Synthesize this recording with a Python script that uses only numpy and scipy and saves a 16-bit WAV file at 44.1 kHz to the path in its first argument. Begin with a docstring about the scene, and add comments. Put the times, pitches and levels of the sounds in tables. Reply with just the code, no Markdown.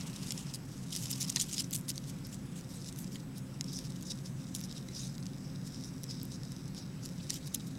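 """A plastic tub of sand in a small room, microphone close: a beetle on bark, then a scuffle with a scorpion.
Legs drag as clumps of tiny random slips; claws and shells tick as short decaying tones with a noisy rattle.
Random slips also make the crackle of the shuffling, the singing sand and the hollow rub of the bark.
Bumps ring the tub wall as decaying modes.
Behind, a fan's rush and boom and a little hiss are coloured noise, and an electric whine is wavering sines."""
import sys
import numpy as np
from scipy import signal
from scipy.fft import rfft, irfft, next_fast_len
from scipy.io import wavfile
from scipy.ndimage import uniform_filter1d, map_coordinates

SR = 44100
rng = np.random.default_rng(int(sys.argv[2]) if len(sys.argv) > 2 else 0)


def persist_wave(psi):
    """Save psi, clipped to +-1, as 16-bit WAV."""
    counts = np.round(np.clip(psi, -1, 1) * 32767).astype(np.int16)
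    wavfile.write(sys.argv[1], SR, np.atleast_2d(counts).T)


N = 343098


def amp(db):
    """Decibels to gain."""
    return 10 ** (np.asarray(db) / 20)


def unit(x):
    """x at rms 1."""
    return x / np.sqrt(np.mean(x ** 2) + 1e-20)


def follow(points, s):
    """Value at time s on straight lines between (t/s, value) points."""
    return np.interp(s, *np.transpose(points))


def colour(points, hz):
    """Gain of (f/Hz, level/dB) points joined on a log frequency axis."""
    f, db = np.transpose(points)
    return amp(np.interp(np.log(hz + 1), np.log(f), db))


def peaks(modes, hz):
    """Gain of resonances (f/Hz, width/Hz, level/dB), each 6 dB down one width from its centre."""
    power = 0
    for centre, width, db in modes:
        power = power + (amp(db) / (1 + ((hz - centre) / width) ** 2)) ** 2
    return np.sqrt(power)


def filtered(x, response):
    """x times a response of frequency."""
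    m = next_fast_len(len(x) + 4096)
    gain = response(np.fft.rfftfreq(m, 1 / SR))
    return irfft(rfft(x, m) * gain, m)[:len(x)]


def noise(response):
    """Coloured noise of rms 1."""
    return unit(filtered(rng.standard_normal(N), response))


def wobble(n, rate):
    """A smooth random curve, rate knots a second."""
    knots = rng.standard_normal(int(n * rate / SR) + 4)
    return map_coordinates(knots, [np.arange(n) * rate / SR])


def add(track, s, sound):
    """Mix a sound into the track at time s."""
    start = max(round(s * SR), 0)
    track[start:start + len(sound)] += sound[:len(track) - start]


def grit(n, rate, spread_db, rub):
    """Tiny slips of uneven size, rate a second at random moments, over a smooth rubbing share."""
    size = amp(spread_db * np.minimum(rng.exponential(size=n), 3))
    slips = (rng.random(n) < rate / SR) * size * rng.choice([-1, 1], n)
    return unit(unit(slips) + rub * rng.standard_normal(n))


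def patchy(x, depth_db, size):
    """The contact point moves, so its resonances drift: random gain patches over pitch and time."""
    z = signal.stft(np.pad(x, (0, 256)), nperseg=256)[2]
    field = rng.standard_normal(z.shape)
    for _ in range(2):
        field = uniform_filter1d(field, size=4, axis=0)
        field = uniform_filter1d(field, size=size, axis=1, mode="wrap")
    return signal.istft(z * amp(depth_db * unit(field)), nperseg=256)[1][:len(x)]


# colour of a dry scratch: f/Hz, level/dB
SCRATCH_COLOUR = [(300, -37), (1000, -11.5), (1500, -28), (2000, -14), (3000, -3.5), (4000, -4.5),
                  (5200, -0.5), (6800, 0), (8200, -1.5), (9500, -4), (12000, -9), (15500, -19.5)]


def dry_scratch(hz):
    """A claw on bark or loose grains sounds over a broad band."""
    return colour(SCRATCH_COLOUR, hz)


# the tub floor ringing under the sand: f/Hz, width/Hz, level/dB
TUB_FLOOR = [(3830, 280, -3), (5100, 420, -2), (5730, 790, -4.5), (7100, 2300, -14), (9000, 1900, -16)]


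def surface(dry_slips, floor_slips, share):
    """Some slips sound directly; the given share of the power rings the tub floor."""
    direct = unit(filtered(dry_slips, dry_scratch))
    ringing = unit(filtered(floor_slips, lambda hz: peaks(TUB_FLOOR, hz)))
    return np.sqrt(1 - share) * direct + np.sqrt(share) * ringing


# scraping leg strokes: t/s, length/s, level/dB, brightness/dB per octave,
# share through the sand (0-1, anything above counts as 1)
LEG_STROKES = [(0.004, 0.01, -54, -7, .1), (0.158, 0.014, -54, 0, 0.5), (0.23, .008, -53, -6, 0.3),
               (0.279, 0.019, -53.5, 1, .2), (0.307, 0.0064, -46, -11, 0), (0.319, 0.0061, -47, -5, 0.06),
               (0.394, 0.019, -58.5, -2, .1), (0.458, 0.052, -59, -5, .1), (0.538, 0.023, -47.5, 1, 0),
               (0.697, 0.1, -67.5, -1, 0.8), (0.924, 0.0099, -46, 1, 0.04), (0.964, 0.017, -47, 3, 0.4),
               (1.015, 0.033, -52, 4, 0), (1.055, 0.0077, -48, -3, 0.1), (1.067, .008, -53, -5, .2),
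               (1.104, 0.014, -44, 6, 0), (1.127, 0.012, -43, 2, 0.4), (1.156, .014, -52, 2, .2),
               (1.203, 0.025, -41.5, 4, 0.1), (1.235, .016, -48, 1, 0.4), (1.273, .015, -50.5, 2, .2),
               (1.297, 0.0088, -41.5, 2.5, 0.2), (1.368, 0.0098, -48, -8, 0.2), (1.395, 0.013, -39, 0, .15),
               (1.411, .017, -38.5, 2.5, 0.1), (1.428, 0.021, -51, 3, 0.4), (1.493, 0.0056, -54, -3, 0.3),
               (1.522, 0.026, -44.5, 0, 0.1), (1.564, .012, -48.5, -3, 0.4), (1.59, 0.022, -39, -2, 0.15),
               (1.619, .007, -49, 2, 0.4), (1.636, .01, -56, -2, .2), (1.728, 0.012, -42, 8, 0),
               (1.745, .013, -41, 6.5, 0), (1.769, 0.031, -56.5, 13, 0), (1.888, 0.02, -42.5, 4, 0.24),
               (1.954, .025, -60, 0, .1), (2.032, .018, -65, -7, 0.2), (2.075, 0.032, -56, 2.5, 0),
               (2.245, 0.023, -57, 0, 0.2), (2.32, 0.032, -56, 5, 0.1), (2.557, 0.048, -58, -1, 0),
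               (2.696, 0.1, -59.5, 1, 0.3), (2.854, 0.036, -58, 1, 0.4), (2.971, 0.066, -58, 6, 0),
               (3.114, 0.053, -58.5, 0, 0), (3.357, 0.038, -59, 3, 0.2), (3.673, 0.037, -55.5, -5, 0.7),
               (3.726, 0.076, -50, 5, 1.06), (3.84, 0.023, -56.5, -2, 0.5), (3.896, 0.012, -57, -5, 0),
               (3.954, 0.021, -61, -2, .3), (4.056, 0.036, -54, 3, 1.03), (4.101, 0.023, -45, 0, 1),
               (4.249, 0.034, -56.5, -1, 0.6), (4.38, 0.045, -66.5, 3, 1), (4.547, 0.022, -49.5, 7, 0.3),
               (4.568, .04, -61, 8, 0.5), (4.628, 0.031, -55, 8.5, 1.1), (4.695, .035, -60, -4, 0.7),
               (4.753, 0.034, -55.5, -4, 0.6), (4.947, 0.13, -51, -1, 0.65), (5.649, 0.042, -60, 3, 0.5),
               (5.727, 0.073, -64.5, -1, 1.1), (5.839, 0.053, -58.5, 7, 1.1), (6.092, 0.036, -50, -1, .85),
               (6.138, 0.073, -62.5, -11, 1), (6.311, 0.054, -57.5, 4, 0.95), (6.45, 0.11, -67, -9, .95),
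               (6.76, 0.038, -54.5, 0, .85), (6.794, .045, -62, -11, 1), (7.027, 0.043, -56, 2, 0.2),
               (7.199, .015, -60, -25, 0), (7.294, 0.014, -46.5, -5, .2), (7.313, 0.065, -51, -1, 0.1),
               (7.459, 0.017, -55.5, 3, 0.3), (7.411, 0.036, -65, -21, 0.6), (7.539, .006, -52, 2, .1),
               (7.545, 0.0051, -35, 6.5, 0.08), (7.553, 0.0095, -50, 1, .2), (7.597, 0.015, -59, -8, 0.4),
               (7.664, 0.022, -61.5, 9, 0.4)]
# a claw dragged through sand sings a little: f/Hz, width/Hz, level/dB
CLAW_SINGING = [(5360, 670, -1)]
STROKE_LOW_HZ = 1500  # a thin leg radiates little below this


def strokes():
    """Each drag of a leg is a clump of slips that swells and dies away; a sharper claw makes it brighter."""
    out = np.zeros(N)
    for s, length, db, bright_db, share in LEG_STROKES:
        share = np.clip(share, 0, 1)
        # the stroke proper runs from phase 0 to 1, with its skirts either side
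        phase = np.arange(int(3 * length * SR)) / SR / length - 1
        swell = 1 / (1 + np.abs((phase - .5) / 0.5) ** 4.4)
        # a claw catches and jerks on bark, but ploughs more evenly through sand
        jerk_db = (2.2 - 0.3 * share) * wobble(len(phase), 254)
        slips = grit(len(phase), rate=3200, spread_db=1.0, rub=0.25 + 0.5 * share)
        slips = slips * swell * amp(jerk_db)

        def claw(hz):
            """Tilt of the claw, its singing in sand and the thin leg's loss of bass."""
            octaves = np.log2(np.clip(hz, 4000, 12500) / 6000)
            singing = 1 + share * peaks(CLAW_SINGING, hz)
            bass_loss = hz ** 2 / np.hypot(hz ** 2, STROKE_LOW_HZ ** 2)
            return amp(bright_db * octaves) * singing * bass_loss

        scrape = filtered(surface(slips, slips, share), claw)
        sound = patchy(scrape, depth_db=3.5 - 0.78 * share, size=7)
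        add(out, s - length, unit(sound) * amp(db))
    return out


# claws and shells striking hard: t/s, peak level of ring and rattle/dB before the bass cut, ring f/Hz,
# treble snap re that peak/dB, floor knock re that peak/dB (the knock is halved in the mix)
HARD_TICKS = [(.0096, -32, 5600, -10, -7), (0.0988, -37, 5640, -12, -17), (.1312, -37, 4200, -6, -6),
              (0.1615, -30, 5430, -16, -14), (0.231, -33, 4950, -12, -8), (.2735, -39, 6500, -8, -14),
              (0.307, -19.5, 5300, -16, -3), (0.3214, -25, 7550, 1, -8), (0.3776, -27, 5430, -16, -5),
              (.4983, -38, 5800, -10, -12), (0.5394, -29.5, 7700, -9, -12), (0.546, -33, 6500, -1, -16),
              (.7793, -39, 6040, -12, -14), (0.9058, -33.5, 5860, -16, -7), (0.9286, -29, 5460, -15, -12),
              (0.9357, -26.5, 5250, -18, -5), (0.9518, -24, 5400, -12, -14), (0.9632, -20.5, 6160, -4, -6),
              (.9765, -37, 4620, -12, -8), (1.0245, -34, 6000, -8, -14), (1.0352, -30, 6800, -6, -14),
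              (1.057, -26, 5230, -14, -10), (1.1045, -28, 7200, -6, -16), (1.1088, -31, 7400, -5, -14),
              (1.1134, -24, 8300, 3, -14), (1.1203, -35, 8000, 9, -18), (1.1355, -27, 4900, -18, -12),
              (1.2105, -27.5, 5400, -14, -20), (1.2249, -27, 6340, -11, -17), (1.229, -20, 7100, -12, -18),
              (1.284, -31, 6600, -12, -16), (1.2955, -26, 5600, -16, -16), (1.3, -20, 6670, -11, -12),
              (1.3602, -15, 5000, -10, -14), (1.3612, -16, 6200, -10, -12), (1.3622, -24.5, 2700, -20, -12),
              (1.3685, -22, 4120, -15, -4), (1.3702, -25, 2450, -20, -10), (1.382, -27, 4870, -12, -14),
              (1.4, -18, 7100, -20, -16), (1.4125, -15, 6700, -17, -21), (1.418, -22, 6150, -12, -16),
              (1.5135, -30, 6000, -14, -16), (1.528, -26, 6940, -20, -18), (1.534, -28, 7500, -11, -16),
              (1.5445, -25, 6400, -14, -16), (1.5814, -17.5, 5070, -20, -21), (1.606, -20, 7300, -17, -17),
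              (1.6432, -29, 5930, -15, -5), (1.7096, -32.5, 6200, 6, -14), (1.7175, -31.5, 5000, -10, -12),
              (1.7295, -30, 6800, 4, -20), (1.7324, -21.5, 7240, -7, -16), (1.7365, -28, 4550, -4, -16),
              (1.75, -24.5, 4640, 4, -16), (1.7545, -26, 6250, -3, -14), (1.7618, -25, 8000, 5, -20),
              (1.7675, -35, 7600, 6, -20), (1.777, -36, 7200, 3, -20), (1.7855, -43, 7200, 4, -20),
              (1.8113, -44, 7600, 8, -18), (1.8832, -26, 5100, -2, -12), (1.896, -28, 4850, -3, -12),
              (1.9025, -22.5, 4770, -1, -12), (1.906, -33, 4900, -6, -14), (1.915, -33, 5400, -3, -14),
              (1.9581, -32, 6200, -7, -16), (1.9792, -23.5, 4600, -12, -9), (2.0404, -36, 6000, -6, -12),
              (2.098, -40, 6000, 5, -12), (2.1874, -41, 5970, -1, -14), (2.269, -39, 6500, 7, -14),
              (2.3442, -35, 6450, 3, -12), (2.6107, -38, 5800, -1, -14), (2.8452, -33, 6060, -12, -17),
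              (2.8736, -35, 5800, -10, -14), (2.8819, -34, 5600, -10, -14), (2.9265, -37, 6500, 5, -12),
              (2.9613, -36, 6200, -1, -14), (2.9882, -35.5, 6030, 7, -16), (3.0442, -36, 5840, -1, -14),
              (3.157, -31, 3300, -3, -6), (3.3817, -42, 7160, 11, -14), (3.6102, -16.5, 5300, -22, -10),
              (3.6427, -32, 5500, -11, -18), (3.7321, -33, 5250, 0, -14), (3.789, -27, 5350, -5, -16),
              (3.9614, -44, 5630, -3, -14), (4.011, -40, 7000, 2, -16), (4.0254, -35.5, 6800, 0, -16),
              (4.1128, -29, 5550, -17, -18), (4.119, -30, 5400, -18, -18), (4.2592, -37, 5560, 0, -14),
              (4.55, -23.5, 6850, 2, -20), (4.5625, -30, 6950, 0, -18), (4.585, -38, 7400, -2, -18),
              (4.595, -38, 5600, -3, -16), (4.606, -37, 7400, 4, -18), (4.613, -32, 6160, 0, -17),
              (4.6385, -33, 5600, -14, -18), (4.695, -39, 5600, -14, -16), (4.7128, -32, 5000, -16, -12),
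              (4.726, -32, 5260, -14, -14), (4.7802, -36, 5560, 0, -14), (4.887, -37.5, 5940, -2, 12),
              (5.181, -35, 4920, -7, 1), (5.227, -39, 4400, -16, -14), (5.2567, -32.5, 5300, -11, -16),
              (5.2662, -32.5, 5100, -18, -16), (5.6754, -35, 5400, -1, -12),
              (5.7454, -33.5, 5430, -14, -18), (5.8097, -38, 5500, -10, -18), (5.8379, -33, 5500, -12, -18),
              (5.8454, -33, 5800, -12, -18), (6.0345, -34, 5800, 7, -12), (6.0405, -27.5, 5800, -4, -6),
              (6.1096, -32, 5000, -14, -12), (6.1994, -38, 5200, -12, -14), (6.2153, -33, 5000, -18, -14),
              (6.2313, -39.5, 7540, 13, -20), (6.2533, -43, 8010, 12, -20), (6.3584, -36, 5440, -12, -16),
              (6.4337, -33.5, 5260, -6, -14), (6.5203, -34, 5470, -4, -3), (6.6805, -38.5, 6230, -1, -16),
              (6.7477, -33.5, 5440, -14, -14), (7.0535, -37, 6800, 8, -10), (7.059, -28, 5600, -2, -10),
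              (7.0902, -34, 5600, -6, -14), (7.2985, -32, 5750, -12, -8), (7.3042, -18, 5700, -2.5, -10),
              (7.342, -32, 5600, 5, -1), (7.4718, -34, 5400, -2, -10), (7.4765, -33, 5400, 5, -6),
              (7.546, -25.5, 3880, 6, -14), (7.5485, -24, 7760, 7.5, -14), (7.5545, -36, 3600, 2, -8),
              (7.559, -37, 6400, 2, -12)]
# ring of a claw or shell: multiple of its pitch, level/dB before scatter
SHELL_RING = [(1.003, 2), (1.32, -7.5), (1.7, -19)]
# the tub floor struck through the sand: f/Hz, level/dB before scatter, t60/s
FLOOR_KNOCK = [(2110, -10, 0.013), (3030, -44, 0.025), (3980, -16, 0.04), (5130, -30, .012)]
SHELL_TOP_HZ = 11500  # ring and rattle fall off above this
RATTLE_DB, RATTLE_T60_S = -25, .032  # the long tail of the rattle
RATTLE_RING_DB, RATTLE_RING_WIDTH_HZ = -2, 900  # the rattle is coloured by the shell that was struck


def ticks(contacts):
    """A hard contact: a sharp snap, the shell's short ring, a brief rattle and a knock on the tub floor."""
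    out, t = np.zeros(N), np.arange(SR // 25) / SR
    lowpass = signal.butter(N=2, Wn=SHELL_TOP_HZ, fs=SR, output="sos")
    highpass = signal.butter(N=4, Wn=2200, btype="highpass", fs=SR, output="sos")

    def mode(hz, db, t60):
        """A sine that falls 60 dB in t60 seconds."""
        return np.sin(2 * np.pi * hz * t) * amp(db - 60 * t / t60)

    for s, db, ring_hz, snap_db, knock_db in contacts:
        ring = sum(mode(ring_hz * ratio, level + rng.normal(0, 1.6), 0.0055)
                   for ratio, level in SHELL_RING)
        snap_hz = 10800 * amp(rng.normal(0, 1.0))  # scatters by about 12 percent
        snap = mode(snap_hz, snap_db, 0.0017)
        knock = sum(mode(hz, knock_db + level + rng.normal(0, 0.87), t60)
                    for hz, level, t60 in FLOOR_KNOCK)
        # kicked grains rattle on for a moment
        resonance = [(1.3 * ring_hz, RATTLE_RING_WIDTH_HZ, RATTLE_RING_DB)]
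        grains = filtered(rng.standard_normal(len(t)),
                          lambda hz: dry_scratch(hz) * (1 + peaks(resonance, hz)))
        burst = 0.35 * amp(-60 * t / 0.0039)
        tail = amp(RATTLE_DB - 60 * t / RATTLE_T60_S + 8.2 * wobble(len(t), 580))
        rattle = unit(grains) * (burst + tail)
        body = signal.sosfilt(lowpass, 0.68 * ring + rattle)
        body = body / np.abs(body).max()
        add(out, s, amp(db) * (body + .5 * knock + snap))
    # such small bodies radiate almost no bass
    return signal.sosfilt(highpass, out)


# how hard the animals shuffle between the strokes: t/s, effort/dB
SHUFFLE_EFFORT = [(0.0, -56), (0.37, -54), (0.59, -65.5), (0.89, -59), (0.95, -47.5), (1.13, -53),
                  (1.58, -50.5), (1.67, -64), (1.85, -65), (2.08, -62.5), (2.64, -67.5), (2.9, -57),
                  (3.31, -71.5), (3.88, -61), (4.44, -62.5), (4.7, -60), (5.46, -65.5), (5.7, -61),
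                  (6.3, -63.5), (6.95, -65), (7.21, -57.5), (7.78, -65)]


def effort_db(s):
    """How hard the animals shuffle at time s."""
    return follow(SHUFFLE_EFFORT, s)


STEPS_PER_S, STEP_DB, STEP_SCATTER_DB = 7, 11.5, 4  # peak over the effort, scattered either way
STEP_RING_HZ, STEP_SNAP_DB, STEP_KNOCK_DB = 5500, -9, -12  # ring and snap are centres of their scatter


def footfalls():
    """Light contacts at random moments, louder with effort, as rows for ticks()."""
    gap, strength, pitch, snap = rng.random((200, 4)).T
    times = np.cumsum(-np.log(1 - gap)) / STEPS_PER_S
    peak_db = effort_db(times) + STEP_DB + STEP_SCATTER_DB * (2 * strength - 1)
    ring_hz = STEP_RING_HZ * 2 ** (.35 * (pitch - .5))
    snap_db = STEP_SNAP_DB + 16 * (snap - .5)
    knock_db = np.full_like(times, STEP_KNOCK_DB)
    rows = np.column_stack([times, peak_db, ring_hz, snap_db, knock_db])
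    return rows[times < N / SR]


# how much of the shuffling goes through the sand into the tub floor: t/s, share (0-1)
SAND_FOOTING = [(0, 0.05), (3.1, 0.55), (3.7, 0.62), (6.95, 1), (7.4, 0.8)]


def footing(s):
    """Share of the shuffling that goes through the sand at time s."""
    return np.clip(follow(SAND_FOOTING, s), 0, 1)


SHUFFLE_DB = 1  # the crackle over the effort
GAIT_PER_S, GAIT_DB = 14, 1.5  # the crackle swells and sinks from step to step


def shuffle():
    """Small steps keep the surface crackling between the strokes."""
    t = np.arange(N) / SR
    gait_db = GAIT_DB * wobble(N, GAIT_PER_S) + 3.1 * wobble(N, 90)
    level_db = effort_db(t) + SHUFFLE_DB + gait_db
    claws = grit(N, rate=1300, spread_db=1.5, rub=.5)
    sand = grit(N, rate=300, spread_db=9.0, rub=0.84)
    crackle = patchy(surface(claws, sand, footing(t)), depth_db=1.5, size=14)
    return amp(level_db) * unit(crackle)


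# legs keep ploughing while the two push against each other: t/s, level/dB before the jerks
SAND_PLOUGH = [(5.3, -85), (5.44, -59), (5.53, -67), (5.75, -59), (5.87, -65), (5.97, -68), (6.18, -60),
               (6.27, -67), (6.36, -66), (6.62, -66), (6.72, -71), (6.82, -62), (6.97, -82)]
# the sand sings in a narrow band: f/Hz, width/Hz, level/dB
SAND_SINGING = [(5130, 380, -2), (5600, 520, -4)]
PLOUGH_SLIPS_PER_S, PLOUGH_JERK_DB = 900, 2


def plough():
    """Fine, dense slips of sand under a pushing leg keep one narrow band singing."""
    times, levels = np.transpose(SAND_PLOUGH)
    level_db = np.interp(np.arange(N) / SR, times, levels, left=-120, right=-120)
    slips = grit(N, rate=PLOUGH_SLIPS_PER_S, spread_db=6, rub=.5)
    slips = slips * amp(PLOUGH_JERK_DB * wobble(N, 160))
    return amp(level_db) * unit(filtered(slips, lambda hz: peaks(SAND_SINGING, hz)))


# the bark rubs dully as the beetle climbs on it: t/s, level/dB
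BARK_RUB = [(0, -58), (.3, -60.5), (.55, -64), (.9, -100), (1.05, -63), (1.35, -60.5), (1.6, -78),
            (2.0, -90)]
# hollow resonances of the bark: f/Hz, width/Hz, level/dB
BARK_HOLLOW = [(940, 490, -3), (2740, 670, -3)]


def bark():
    """The beetle's weight rubs the bark, which answers with a faint, even, hollow rustle."""
    level_db = follow(BARK_RUB, np.arange(N) / SR)
    slips = grit(N, rate=1200, spread_db=3, rub=1) * amp(1.5 * wobble(N, 25))
    return amp(level_db) * unit(filtered(slips, lambda hz: peaks(BARK_HOLLOW, hz)))


# a body bumps the tub wall: t/s, level/dB added to every mode
WALL_BUMPS = [(1.36, -34), (1.3687, -30), (3.158, -42), (7.304, -38)]
# modes of the plastic wall: f/Hz, level/dB before scatter, t60/s
WALL_MODES = [(960, -14, .03), (1900, -3.5, 0.026), (2140, -6.5, 0.023), (3140, -23, 0.023),
              (3600, -3, 0.017), (4130, -4, 0.024)]
WALL_SCATTER_DB = 2


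def bumps():
    """Each bump rings the plastic wall at slightly new strengths."""
    out, t = np.zeros(N), np.arange(SR // 12) / SR
    onset = 1 - np.exp(-t / 0.00068)
    for s, db in WALL_BUMPS:
        ring = np.zeros(len(t))
        for hz, level, t60 in WALL_MODES:
            decay = amp(level + rng.normal(0, WALL_SCATTER_DB) - 60 * t / t60)
            ring += decay * np.sin(2 * np.pi * hz * t)
        add(out, s, amp(db) * ring * onset)
    return out


# colour of the fan's broad rush: f/Hz, level/dB
FAN_RUSH = [(20, -12), (50, -2), (70, -0.5), (110, -5.5), (210, 1.5), (290, -3), (330, -5), (400, -9),
            (450, -13.5), (600, -16.5), (1000, -19.5), (1600, -21), (2500, -26), (5000, -39.5)]
# room resonances that the fan drives: f/Hz, width/Hz, level/dB
ROOM_BOOM = [(107, 3, -6), (132, 13, 0), (153, 12, -2.5), (177, 6, -1.5), (192, 10, -3), (222, 7, -9.5),
             (235, 5, -11), (262, 9, -4.2), (302, 7, -15), (357, 10, -20), (473, 9, -24), (528, 11, -20)]
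# colour of the hiss above the rush: f/Hz, level/dB
HISS_COLOUR = [(500, -8), (2200, -1), (4200, 0), (5400, 1), (7000, 0), (9000, -2), (11500, -5.5),
               (13500, -9.5), (15500, -15.5)]


def background():
    """The fan's broad rush and the room's resonant boom are separate noises; hiss and whine lie far below."""
    rush = amp(-51) * noise(lambda hz: colour(FAN_RUSH, hz))
    boom = amp(-43.5) * noise(lambda hz: peaks(ROOM_BOOM, hz))
    steady_hiss = noise(lambda hz: colour(HISS_COLOUR, hz))
    hiss = amp(-64.5) * patchy(steady_hiss, depth_db=3.0, size=20)
    return rush + boom + hiss + whine()


# thin electric whine: f/Hz, rms level/dB
WHINE_TONES = [(7875, -72.5), (13500, -86)]
WHINE_WAVER_HZ = 14


def whine():
    """Thin tones of steady level that waver a little in pitch."""
    out = np.zeros(N)
    for hz, db in WHINE_TONES:
        pitch_hz = hz + WHINE_WAVER_HZ * wobble(N, 60)
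        out += amp(db) * np.sqrt(2) * np.sin(2 * np.pi * np.cumsum(pitch_hz) / SR)
    return out


def scene():
    """The animals close to the microphone, the room behind them."""
    contacts = strokes() + ticks(HARD_TICKS) + ticks(footfalls())
    rubbing = shuffle() + plough() + bark()
    return (contacts + rubbing + bumps() + background())[None]


TOP_HZ = 15850


def record(dry):
    """The camera's microphone track keeps nothing above its band limit."""
    return np.array([filtered(channel, lambda hz: hz < TOP_HZ) for channel in dry])


dry = scene()
out = record(dry)
persist_wave(out)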